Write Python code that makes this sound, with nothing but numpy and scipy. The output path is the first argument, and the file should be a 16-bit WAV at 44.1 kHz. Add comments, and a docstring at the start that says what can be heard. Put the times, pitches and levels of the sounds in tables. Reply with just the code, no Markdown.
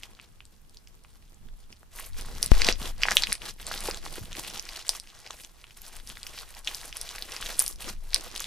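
"""Hands work bead-filled slime on a wooden table in a quiet room, close to a stereo microphone: a few ringing pops
(air pockets) and a light crackle (tiny bursts in clumps), a lull, then from 2 s pulls, folds and squeezes with wet
squelches and filtered-noise rumble of moved air. At 2.5 s a squeezed-out puff jolts the left side into overload, and
the loudest pops follow; at 4.2 s the slime's end thuds down, a low ring. The work thins, then thickens from 6.7 s;
hard pops at 7.6 s, a sliding slurp at 7.8 s and last bursts close it. Faint echoes and noise hush lie beneath."""
import sys
import numpy as np
from scipy import signal
from scipy.fft import rfft, irfft
from scipy.io import wavfile

SR = 44100
rng = np.random.default_rng(int(sys.argv[2]) if len(sys.argv) > 2 else 0)


def bounce(signal):
    """Save signal as a 16-bit WAV file at the path given by the first command-line argument."""
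    frames = np.transpose(np.atleast_2d(signal))
    limited = np.clip(frames, -1, 1)
    pcm = np.round(limited * 32767).astype(np.int16)
    wavfile.write(sys.argv[1], SR, pcm)


N = 373086
LEFT_RIGHT = np.array([[.5], [-.5]])     # shares a left minus right difference between the channels


def from_db(db):
    """Decibels to gain."""
    return 10 ** (np.asarray(db) / 20)


def rms_one(x):
    """Scale to rms 1."""
    return x / np.sqrt(np.mean(x ** 2) + 1e-20)


def at_hz(points, hz):
    """Read a spectrum by straight lines on a log-frequency axis."""
    points_hz, points_db = np.transpose(points)
    return np.interp(np.log(hz), np.log(points_hz), points_db)


def in_time(rows):
    """Join the rows of a table of curves by straight lines in time."""
    s, *columns = np.transpose(rows)
    return [np.interp(np.arange(N) / SR, s, c) for c in columns]


def drift(rate_hz):
    """Slow random wander of spread 1: noise through two equal low-pass poles, run at every 40th sample."""
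    r = np.exp(-2 * np.pi * rate_hz * 40 / SR)
    slow = signal.lfilter([1], [1, -2 * r, r * r], rng.standard_normal(N // 40 + 2002))
    slow = slow[2000:]     # drop the filter's start
    return np.interp(np.arange(N) / 40, np.arange(len(slow)), rms_one(slow))


def stereo_noise(spectrum, alike):
    """Noise of a given spectrum, partly shared by both channels; rms 1."""
    mid, side = rng.standard_normal((2, N))
    pair = np.sqrt(1 + alike) * mid + np.sqrt(1 - alike) * side * [[1], [-1]]
    hz = np.maximum(np.arange(N // 2 + 1) * SR / N, 1)
    return rms_one(irfft(rfft(pair) * from_db(at_hz(spectrum, hz)), N))


# bursting air pockets; the overtone is relative to the lower pitch
# columns: start_s, peak_db, pitch_hz, overtone_db
POCKETS = [(0.0337, -24.5, 2840, -8.5), (0.038, -31, 2660, 12), (0.1909, -37, 1490, -1),
           (0.1983, -31, 1444, 12), (0.2138, -40, 4930, 3), (0.405, -31.5, 1530, 9), (0.4534, -35, 4600, 2),
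           (0.6957, -40, 5110, 0), (0.7457, -40, 3950, -2), (0.771, -30.5, 4800, -18),
           (0.8735, -35.5, 2940, 1), (1.038, -40, 5510, 4), (1.0482, -39, 1310, -1),
           (1.3449, -42, 7130, -18), (1.4873, -42.5, 1760, -1), (1.7272, -31.5, 2830, 0),
           (1.8308, -41.5, 730, 0), (2.2114, -22.5, 5550, 1), (2.4286, -1.5, 5480, -1.5),
           (2.4616, -9, 5270, 12), (2.6185, -4.5, 2440, 0.5), (2.6457, -9.5, 3000, -1),
           (2.648, -9.5, 4750, -11), (2.6871, -3, 2410, -4), (2.688, -13, 280, 10), (2.7056, -20, 2420, 7),
           (2.7255, -10.5, 2920, 12), (3.019, -20, 2780, -2), (3.0263, -16.5, 4900, -26),
           (3.0342, -2, 2640, -6.5), (3.0542, -13, 1020, 1), (3.085, -7, 990, 15), (3.1145, -11, 1000, 8),
           (3.1192, -13, 990, 17), (3.1692, 5.5, 3380, -12.5), (3.18, -18, 3280, 9),
           (3.2222, -9.5, 4500, -8), (3.236, -4, 2400, 7), (3.24, -13, 2190, 12),
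           (3.2708, -16.5, 2670, -13), (3.297, -26, 2760, -2), (3.3226, -12, 2210, -2.5),
           (3.328, -3, 5560, 6), (3.3525, -19.5, 4930, 0), (3.4187, -24.5, 2900, -17),
           (3.5994, -31.5, 1690, 1), (3.6035, -34, 2120, -4), (3.6673, -16.5, 4640, 5),
           (3.714, -18.5, 746, 4), (3.8059, -19, 5360, 2), (3.8767, -20, 2730, 1), (3.886, -21.5, 440, -4),
           (3.888, -22, 284, 26), (3.9114, -15.5, 2740, 7), (3.9454, -21, 3900, -1),
           (4.0633, -25.5, 990, -7), (4.3296, -23, 3450, -4), (4.352, -26, 2300, -7),
           (4.3936, -21, 6200, -4), (4.5006, -24, 3160, 4), (4.5961, -15, 3260, 13), (4.6254, -28, 6380, 0),
           (4.6903, -21.5, 2580, 1.5), (4.7582, -27, 3140, -9), (4.8247, -30, 2460, 8),
           (4.8813, -19, 4410, 16), (4.8921, -28.5, 490, 21), (4.8925, -1, 5200, -3.5),
           (4.8974, -29, 4580, -8), (4.9344, -34, 1120, -3), (4.9991, -19.5, 5040, -2),
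           (5.073, -35, 2900, -3), (5.264, -27, 2440, 0), (5.2744, -29, 2830, 2), (5.3054, -27.5, 630, 14),
           (5.3075, -21, 3700, -1), (5.437, -32, 2830, 4), (5.4477, -26, 3450, 1), (5.6414, -30, 1520, 9),
           (5.7082, -36.5, 2770, -8), (5.818, -24, 7000, 8), (6, -34, 1840, 1), (6.074, -24, 5310, -5),
           (6.0927, -26, 5930, 10), (6.171, -28.5, 1980, -4.5), (6.2312, -20.5, 4500, -3.5),
           (6.2674, -21, 3040, 0.5), (6.3774, -29, 1520, 0), (6.4192, -32, 5310, 8),
           (6.5497, -30, 5000, -3), (6.6471, -25.5, 5000, -1), (6.674, -11.5, 3240, -8.5),
           (6.6772, -15, 3120, -21), (6.6819, -17.5, 3000, -21), (6.747, -15, 5000, -8),
           (6.853, -40, 5350, 10), (6.8795, -31, 5310, 1), (6.9272, -23, 2880, -7),
           (6.9695, -15.5, 5650, 7), (7.014, -14, 5550, 2), (7.0309, -28, 5350, 7),
           (7.0909, -20.5, 3850, -5), (7.1608, -24.5, 5200, -5), (7.183, -24, 2300, -3),
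           (7.2233, -16, 4140, -24), (7.3207, -20, 3140, 3), (7.3647, -18.5, 2830, 5),
           (7.4261, -18, 1700, 1), (7.461, -19, 3640, -8), (7.468, -24, 3160, 1), (7.489, -23, 5710, 5),
           (7.5372, -27, 3160, 13), (7.542, -29, 3280, 1), (7.5932, 5.5, 5430, 17), (7.6004, -5, 6100, 2),
           (7.6229, -8, 7130, 12), (7.6634, -12, 5150, 1), (7.6794, -9, 6100, 4), (7.7265, -29, 5270, -10),
           (7.7592, -32, 5400, -6), (7.8058, -30, 3720, -18), (8.1326, -18.5, 2390, 2.5),
           (8.1444, 2.5, 4900, -3.5), (8.1608, -10.5, 2500, 7), (8.237, -34, 4930, 11),
           (8.3031, -35, 2540, 3), (8.3521, -22, 5540, -11), (8.361, -19.5, 3540, -9),
           (8.3647, -30, 2940, -7), (8.378, -17, 5140, 0), (8.3955, -21.5, 3670, -3),
           (8.4036, -13.5, 6620, -4), (8.4074, -23.5, 1575, -7.5), (8.421, -21, 5140, -3),
           (8.4426, -18.5, 3700, -13)]
OVERTONE = 1.744     # ratio of a pocket's upper pitch to its lower


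def pops(cycles, second_cycles, snap_db, pan_db, lag_us):
    """The skin tears with a snap, then the pocket of air rings a few cycles at two pitches."""
    length = 400     # samples given to each pop
    out = np.zeros((2, N + length))
    luck = rng.standard_normal((len(POCKETS), 9))
    for (start_s, peak_db, pitch_hz, overtone_db), chance in zip(POCKETS, luck):
        lag_s = lag_us * 1e-6 * (1.73 * chance[8] - 1)     # the left leads more often
        t = np.maximum(np.arange(length) / SR - lag_s * LEFT_RIGHT - 2 / SR, 0)

        def burst(hz, ring_cycles):
            """A quick attack and a bell-like fade; higher pitches ring for more cycles."""
            turns = hz * t
            attack = 1 - np.exp(-turns / 0.32)
            fade = np.exp(-(turns / (ring_cycles * np.sqrt(hz / 3000))) ** 1.55)
            return attack * fade * np.sin(2 * np.pi * turns)

        snap = sum(burst(2500 * 1.71 ** (k + 0.17 * chance[k]), 0.25) * chance[k + 1] for k in range(5))
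        pop = burst(pitch_hz, cycles)
        pop = pop + from_db(overtone_db) * burst(OVERTONE * pitch_hz, second_cycles)
        pop = pop + from_db(snap_db) * snap
        # each pop is thinned out below its lower pitch
        pop = signal.lfilter(*signal.butter(2, 0.63 * pitch_hz, "high", fs=SR), pop)
        pop *= np.sign(chance[6]) * from_db(peak_db) / np.abs(pop).max()
        at = round(start_s * SR)
        out[:, at:at + length] += pop * from_db(pan_db * chance[7] * LEFT_RIGHT)
    return out[:, :N]


# each pull, fold or squeeze; treble and squelch are relative to the crackle
# columns: start_s, end_s, crackle_start_db, crackle_end_db, treble_db, squelch_db
STROKES = [(0.036, 0.069, -49, -57, -7, -18), (0.103, 0.117, -66, -57, -4, 7),
           (0.178, 0.245, -61, -58.5, -17, -17), (1.932, 1.98, -55.5, -52, -1.5, -23),
           (1.994, 2.081, -46.5, -54.5, 3.5, -20), (2.177, 2.4, -44.5, -50.5, -6.5, -8.5),
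           (2.432, 2.462, -39, -44, 0.5, -6.5), (2.534, 2.625, -42, -38.5, -12, -11),
           (2.632, 2.698, -27.5, -28, -23, -15), (2.813, 2.893, -42.5, -41, -2.5, -4),
           (3.026, 3.07, -35.5, -41.5, -12, -19), (3.08, 3.134, -41.5, -35.5, -14.5, -5),
           (3.16, 3.19, -38.5, -40, 4, -16), (3.216, 3.329, -47, -36.5, -7, -13),
           (3.418, 3.496, -44, -42.5, -7, -4), (3.613, 3.637, -50.5, -61, -5, -1),
           (3.677, 3.975, -39.5, -43, -6.5, -9.5), (4.049, 4.183, -46, -45.5, -2.5, -6),
           (4.232, 4.285, -48, -53, -3.5, -12), (4.315, 4.594, -45.5, -45.5, -5, -6.5),
           (4.619, 4.858, -45.5, -47, -9.5, -16.5), (4.879, 4.995, -41.5, -54, -4.5, -21),
           (5.036, 5.326, -55.5, -50.5, -8.5, -17), (5.38, 5.465, -58, -58.5, 4, -13),
           (5.493, 5.732, -65.5, -60.5, -5.5, -17), (5.769, 5.984, -53, -51, -3.5, -25),
           (6.078, 6.226, -47, -58.5, -2, -11), (6.22, 6.593, -55, -49, -2.5, -18),
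           (6.68, 6.92, -43.5, -50.5, -4.5, -12.5), (6.939, 7.057, -45, -45, -7, -23),
           (7.094, 7.232, -42, -42.5, -8.5, -16), (7.28, 7.557, -43, -43.5, -4, -12),
           (7.599, 7.707, -38, -50, 6, -9), (7.821, 7.898, -43, -36, -5, -7.5),
           (8.043, 8.103, -48.5, -52.5, -3, -18), (8.14, 8.325, -43, -50.5, -7.5, -6.5),
           (8.364, 8.46, -40, -44.5, -5.5, -10.5)]
# the slime left to sag
# columns: crackle_db, treble_db, squelch_db
REST_LEVELS = (-70, -71.5, -70)
RISE_DB_PER_S, FALL_DB_PER_S = 396, 444     # how fast a stroke swells and dies away
GRIP_DB, GRIP_HZ = 2.5, 16.3     # the fingers stick and slip unevenly within a stroke


def effort():
    """Every stroke swells, runs from its first level to its last and dies; crackle, treble and squelch in dB."""
    t = np.arange(0, N + 64, 64) / SR
    power = from_db(REST_LEVELS)[:, None] ** 2
    for start_s, end_s, start_db, end_db, treble_db, squelch_db in STROKES:
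        db = np.interp(t, [start_s, end_s], [start_db, end_db])
        db = db - RISE_DB_PER_S * np.maximum(start_s - t, 0)
        db = db - FALL_DB_PER_S * np.maximum(t - end_s, 0)
        power = power + from_db(db + np.array([[0], [treble_db], [squelch_db]])) ** 2
    levels_db = np.array([np.interp(np.arange(N) / SR, t, 10 * np.log10(layer)) for layer in power])
    return levels_db + GRIP_DB * drift(GRIP_HZ)


def grains(spectrum, per_s, spread_db, cycles, lag_us, clump_db, seep, patchy_db, count):
    """Random bursts in clumps, each falling 60 dB in a few cycles of its pitch; lows and highs apart, rms 1 each."""
    sizes = from_db(spread_db * np.minimum(rng.exponential(1, N), 4)) * rng.choice([-1, 1], N)
    born = rng.random(N) < per_s * from_db(clump_db * drift(30)) / SR
    lag = lag_us * 1e-6 * SR * (rng.standard_normal(N) - 1)     # in samples, mostly left of centre
    mid_and_lag = np.array([np.ones(N), lag])
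    dealt = rng.integers(0, count, N)     # which pitch each burst gets
    bursts = sizes * born + seep * rng.standard_normal(N)     # air seeping out between the beads fills the gaps
    out = np.zeros((2, 2, N))     # lower and upper pitches, each in stereo
    for k, hz in enumerate(np.geomspace(spectrum[0][0], spectrum[-1][0], count)):
        r, w = from_db(-60 * hz / (cycles * SR)), 2 * np.pi * hz / SR
        # energy follows the width of each pitch's band
        gain = from_db(at_hz(spectrum, hz)) * hz / SR / np.sin(w / 2 + 0.42)
        mine = bursts * (dealt == k) * mid_and_lag
        mid, lagged = signal.lfilter([gain, 0, -gain], [1, -2 * r * np.cos(w), r * r], mine)
        pair = mid - np.gradient(lagged) * LEFT_RIGHT     # a small delay is a share of the slope
        out[int(hz > 6500)] += from_db(patchy_db * drift(10)) * pair     # pockets of one size burst in flocks
    return rms_one(out[0]), rms_one(out[1])


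# colour of the tiny bursts
# columns: frequency_hz, density_db (per Hz)
CRACKLE_COLOUR = [(290, -19), (500, -3), (538, -3), (795, -3.5), (1060, -0.5), (1210, -2), (1690, -2),
                  (5160, 2), (8090, -15.5), (10500, 3.5), (14700, -20), (16000, -42)]


def crackle():
    """A dense crowd of tiny air pockets bursting, as low and high layers of rms 1."""
    return grains(CRACKLE_COLOUR, per_s=2200, spread_db=4.66, cycles=6.5, lag_us=16.7,
                  clump_db=4.5, seep=0.33, patchy_db=2.5, count=16)


# colour of the wet mass
# columns: frequency_hz, density_db (per Hz)
SQUELCH_COLOUR = [(120, 0.5), (250, 6.5), (500, -3), (1000, -6), (1800, -51)]


def squelch():
    """The wet mass gives in sparser, lower bursts; only the low layer holds sound, at rms 1."""
    low, _ = grains(SQUELCH_COLOUR, per_s=500, spread_db=3.83, cycles=4.75, lag_us=237,
                    clump_db=3.5, seep=0.035, patchy_db=3.0, count=7)
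    return low


# a wet fold opening, its pitch sliding down
# columns: start_s, end_s, from_hz, to_hz, level_db
FOLD = (7.84, 7.92, 750, 200, -46)


def slurp():
    """A wobbling tone from a cavity that opens as the thumbs press."""
    start_s, end_s, from_hz, to_hz, level_db = FOLD
    share = np.clip((np.arange(N) / SR - start_s) / (end_s - start_s), 0, 1)
    hz = from_hz * (to_hz / from_hz) ** share * (1 + .08 * drift(56.7))
    swell = np.sin(np.pi * share) ** .5
    return from_db(level_db + 4.6 * drift(53)) * swell * np.sin(2 * np.pi * np.cumsum(hz) / SR)


# the slime's end drops on the table; t60_s is the time to fall 60 dB
# columns: start_s, pitch_hz, level_db, t60_s
DROP = (4.213, 95, -36, .09)


def thud():
    """A soft, short low ring of the table top."""
    start_s, pitch_hz, level_db, t60_s = DROP
    t = np.maximum(np.arange(N) / SR - start_s, 0)
    return from_db(level_db - 60 * t / t60_s) * np.sin(2 * np.pi * pitch_hz * t)


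# the puff at the diaphragm, left row then right row; heights in units of full scale
# columns: step_height, recovery_s, rebound_height, rebound_s, swing_db, swing_hz, swing_t60_s, swing_delay_s
PUFF = [(-1.32, 0.0075, 0.13, 0.049, -10.5, 30, 0.55, 0.0095),
        (-0.023, .007, 0.11, 0.026, -23, 29, .4, 0.019)]
PUFF_S = 2.5178


def jolt():
    """The puff throws the diaphragm off rest; it recovers, rebounds past rest and swings on."""
    out, t = np.zeros((2, N)), np.arange(N) / SR - PUFF_S
    for side, row in enumerate(PUFF):
        height, recovery_s, rebound, rebound_s, swing_db, swing_hz, t60_s, delay_s = row
        after, late = np.maximum(t, 0), np.maximum(t - delay_s, 0)
        out[side] = (t > 0) * height * np.exp(-(after / recovery_s) ** 2)
        out[side] += rebound * after / rebound_s * np.exp(1 - after / rebound_s)
        out[side] += from_db(swing_db - 60 * late / t60_s) * np.sin(2 * np.pi * swing_hz * late)
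    return out


# moved air on the microphone ports; the pan is left minus right
# columns: time_s, rumble_db, buffet_db, pan_db
AIR = [(0, -59, -67, 2), (1.36, -54.5, -65, -4), (1.44, -44, -52.5, -6), (1.55, -43, -63.5, -3),
       (1.85, -60, -77, 1), (2.15, -30.5, -54.5, 1), (2.48, -40.5, -49.5, 6), (2.69, -29.5, -49, -2),
       (3.13, -39.5, -58, 3), (3.4, -46, -67.5, 8), (3.72, -41.5, -56, 0.5), (4.1, -40.5, -61, 0),
       (4.25, -44, -46, 1), (4.54, -45.5, -76, 2), (5.7, -64, -74, 0), (6.0, -45, -60.5, 3),
       (6.6, -50.5, -71, -2), (7.0, -47.5, -68, 1), (7.75, -43.5, -66, 2), (7.9, -39.5, -50, 2),
       (8.08, -38, -64, 5), (8.25, -45.5, -62, -5), (8.46, -53, -61, 2)]


def moved_air():
    """A deep rumble with a lumpier, faster buffeting on top, leaning to the port the air reaches."""
    rumble_db, buffet_db, pan_db = in_time(AIR)
    # colours as (Hz, dB per Hz)
    rumble = stereo_noise([(3, -37), (10, 7.5), (22, 17.5), (40, 2.0), (70, -6.5), (130, -26), (300, -55)],
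                          alike=0.62)
    buffet = stereo_noise([(30, -24), (60, 3), (110, -5), (250, -10), (500, -45)], alike=0.36)
    air = from_db(rumble_db + 1.2 * drift(19)) * rumble
    air = air + from_db(buffet_db + 3.7 * drift(25)) * buffet
    return air * from_db(pan_db * LEFT_RIGHT)


ROOM_T60_S, ROOM_DB, WALL_CUT_HZ = .2, -9.5, 22000
FIRST_ECHO_S, EARLY_S = 0.0018, 0.015


def room(x):
    """A faint echo off the table at once, then a dense noise tail, partly shared by both channels."""
    t = np.arange(SR // 4) / SR
    shared, left, right = rng.standard_normal((3, len(t)))
    onset = np.where(t > FIRST_ECHO_S, 1, .3)
    # near walls answer together, then the room dies
    fade = np.exp(-(t / EARLY_S) ** 2) + 0.72 * from_db(-60 * t / ROOM_T60_S)
    tail = (1.13 * shared + np.array([left, right])) * onset * fade
    tail = signal.lfilter(*signal.butter(1, WALL_CUT_HZ, fs=SR), tail)
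    tail /= np.sqrt(np.sum(tail ** 2) / 2)
    mono = x.mean(axis=0, keepdims=True)
    return from_db(ROOM_DB) * signal.fftconvolve(mono, tail, axes=1)[:, :N]


# colour of room and microphone noise
# columns: frequency_hz, density_db (per Hz)
HUSH_COLOUR = [(15, -8.5), (25, 2), (63, -4.5), (286, -23), (465, -24), (547, -29), (778, -27.5),
               (1530, -30.5), (1850, -34), (7550, -36), (9130, -38.5), (13700, -38.5), (16100, -46)]
HUSH_DB = -57


def hush():
    """Steady room and microphone noise, nearly separate in the two channels."""
    return from_db(HUSH_DB) * stereo_noise(HUSH_COLOUR, alike=0.084)


def scene():
    """Slime on the table, its room, moved air, the jolt and the hush."""
    crackle_db, treble_db, squelch_db = effort()
    low, high = crackle()
    slime = from_db(crackle_db) * low + from_db(treble_db) * high + from_db(squelch_db) * squelch()
    slime = slime + slurp() + thud()
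    slime = slime + pops(cycles=1.37, second_cycles=1.62, snap_db=-8.5, pan_db=1.8, lag_us=10.7)
    # the slime's sounds lose their top treble above 14 kHz
    slime = signal.sosfilt(signal.butter(2, 14000, fs=SR, output="sos"), slime)
    return slime + room(slime) + moved_air() + jolt() + hush()


def record(dry):
    """Overload clips at full scale, then a steep low-pass cuts the top: 60 dB down from 16.4 kHz."""
    low_pass = signal.cheby2(12, 60, 16400, fs=SR, output="sos")
    cut = signal.sosfilt(low_pass, np.clip(dry, -1, 1))
    return np.clip(cut, -1, 1)


dry = scene()
out = record(dry)
bounce(out)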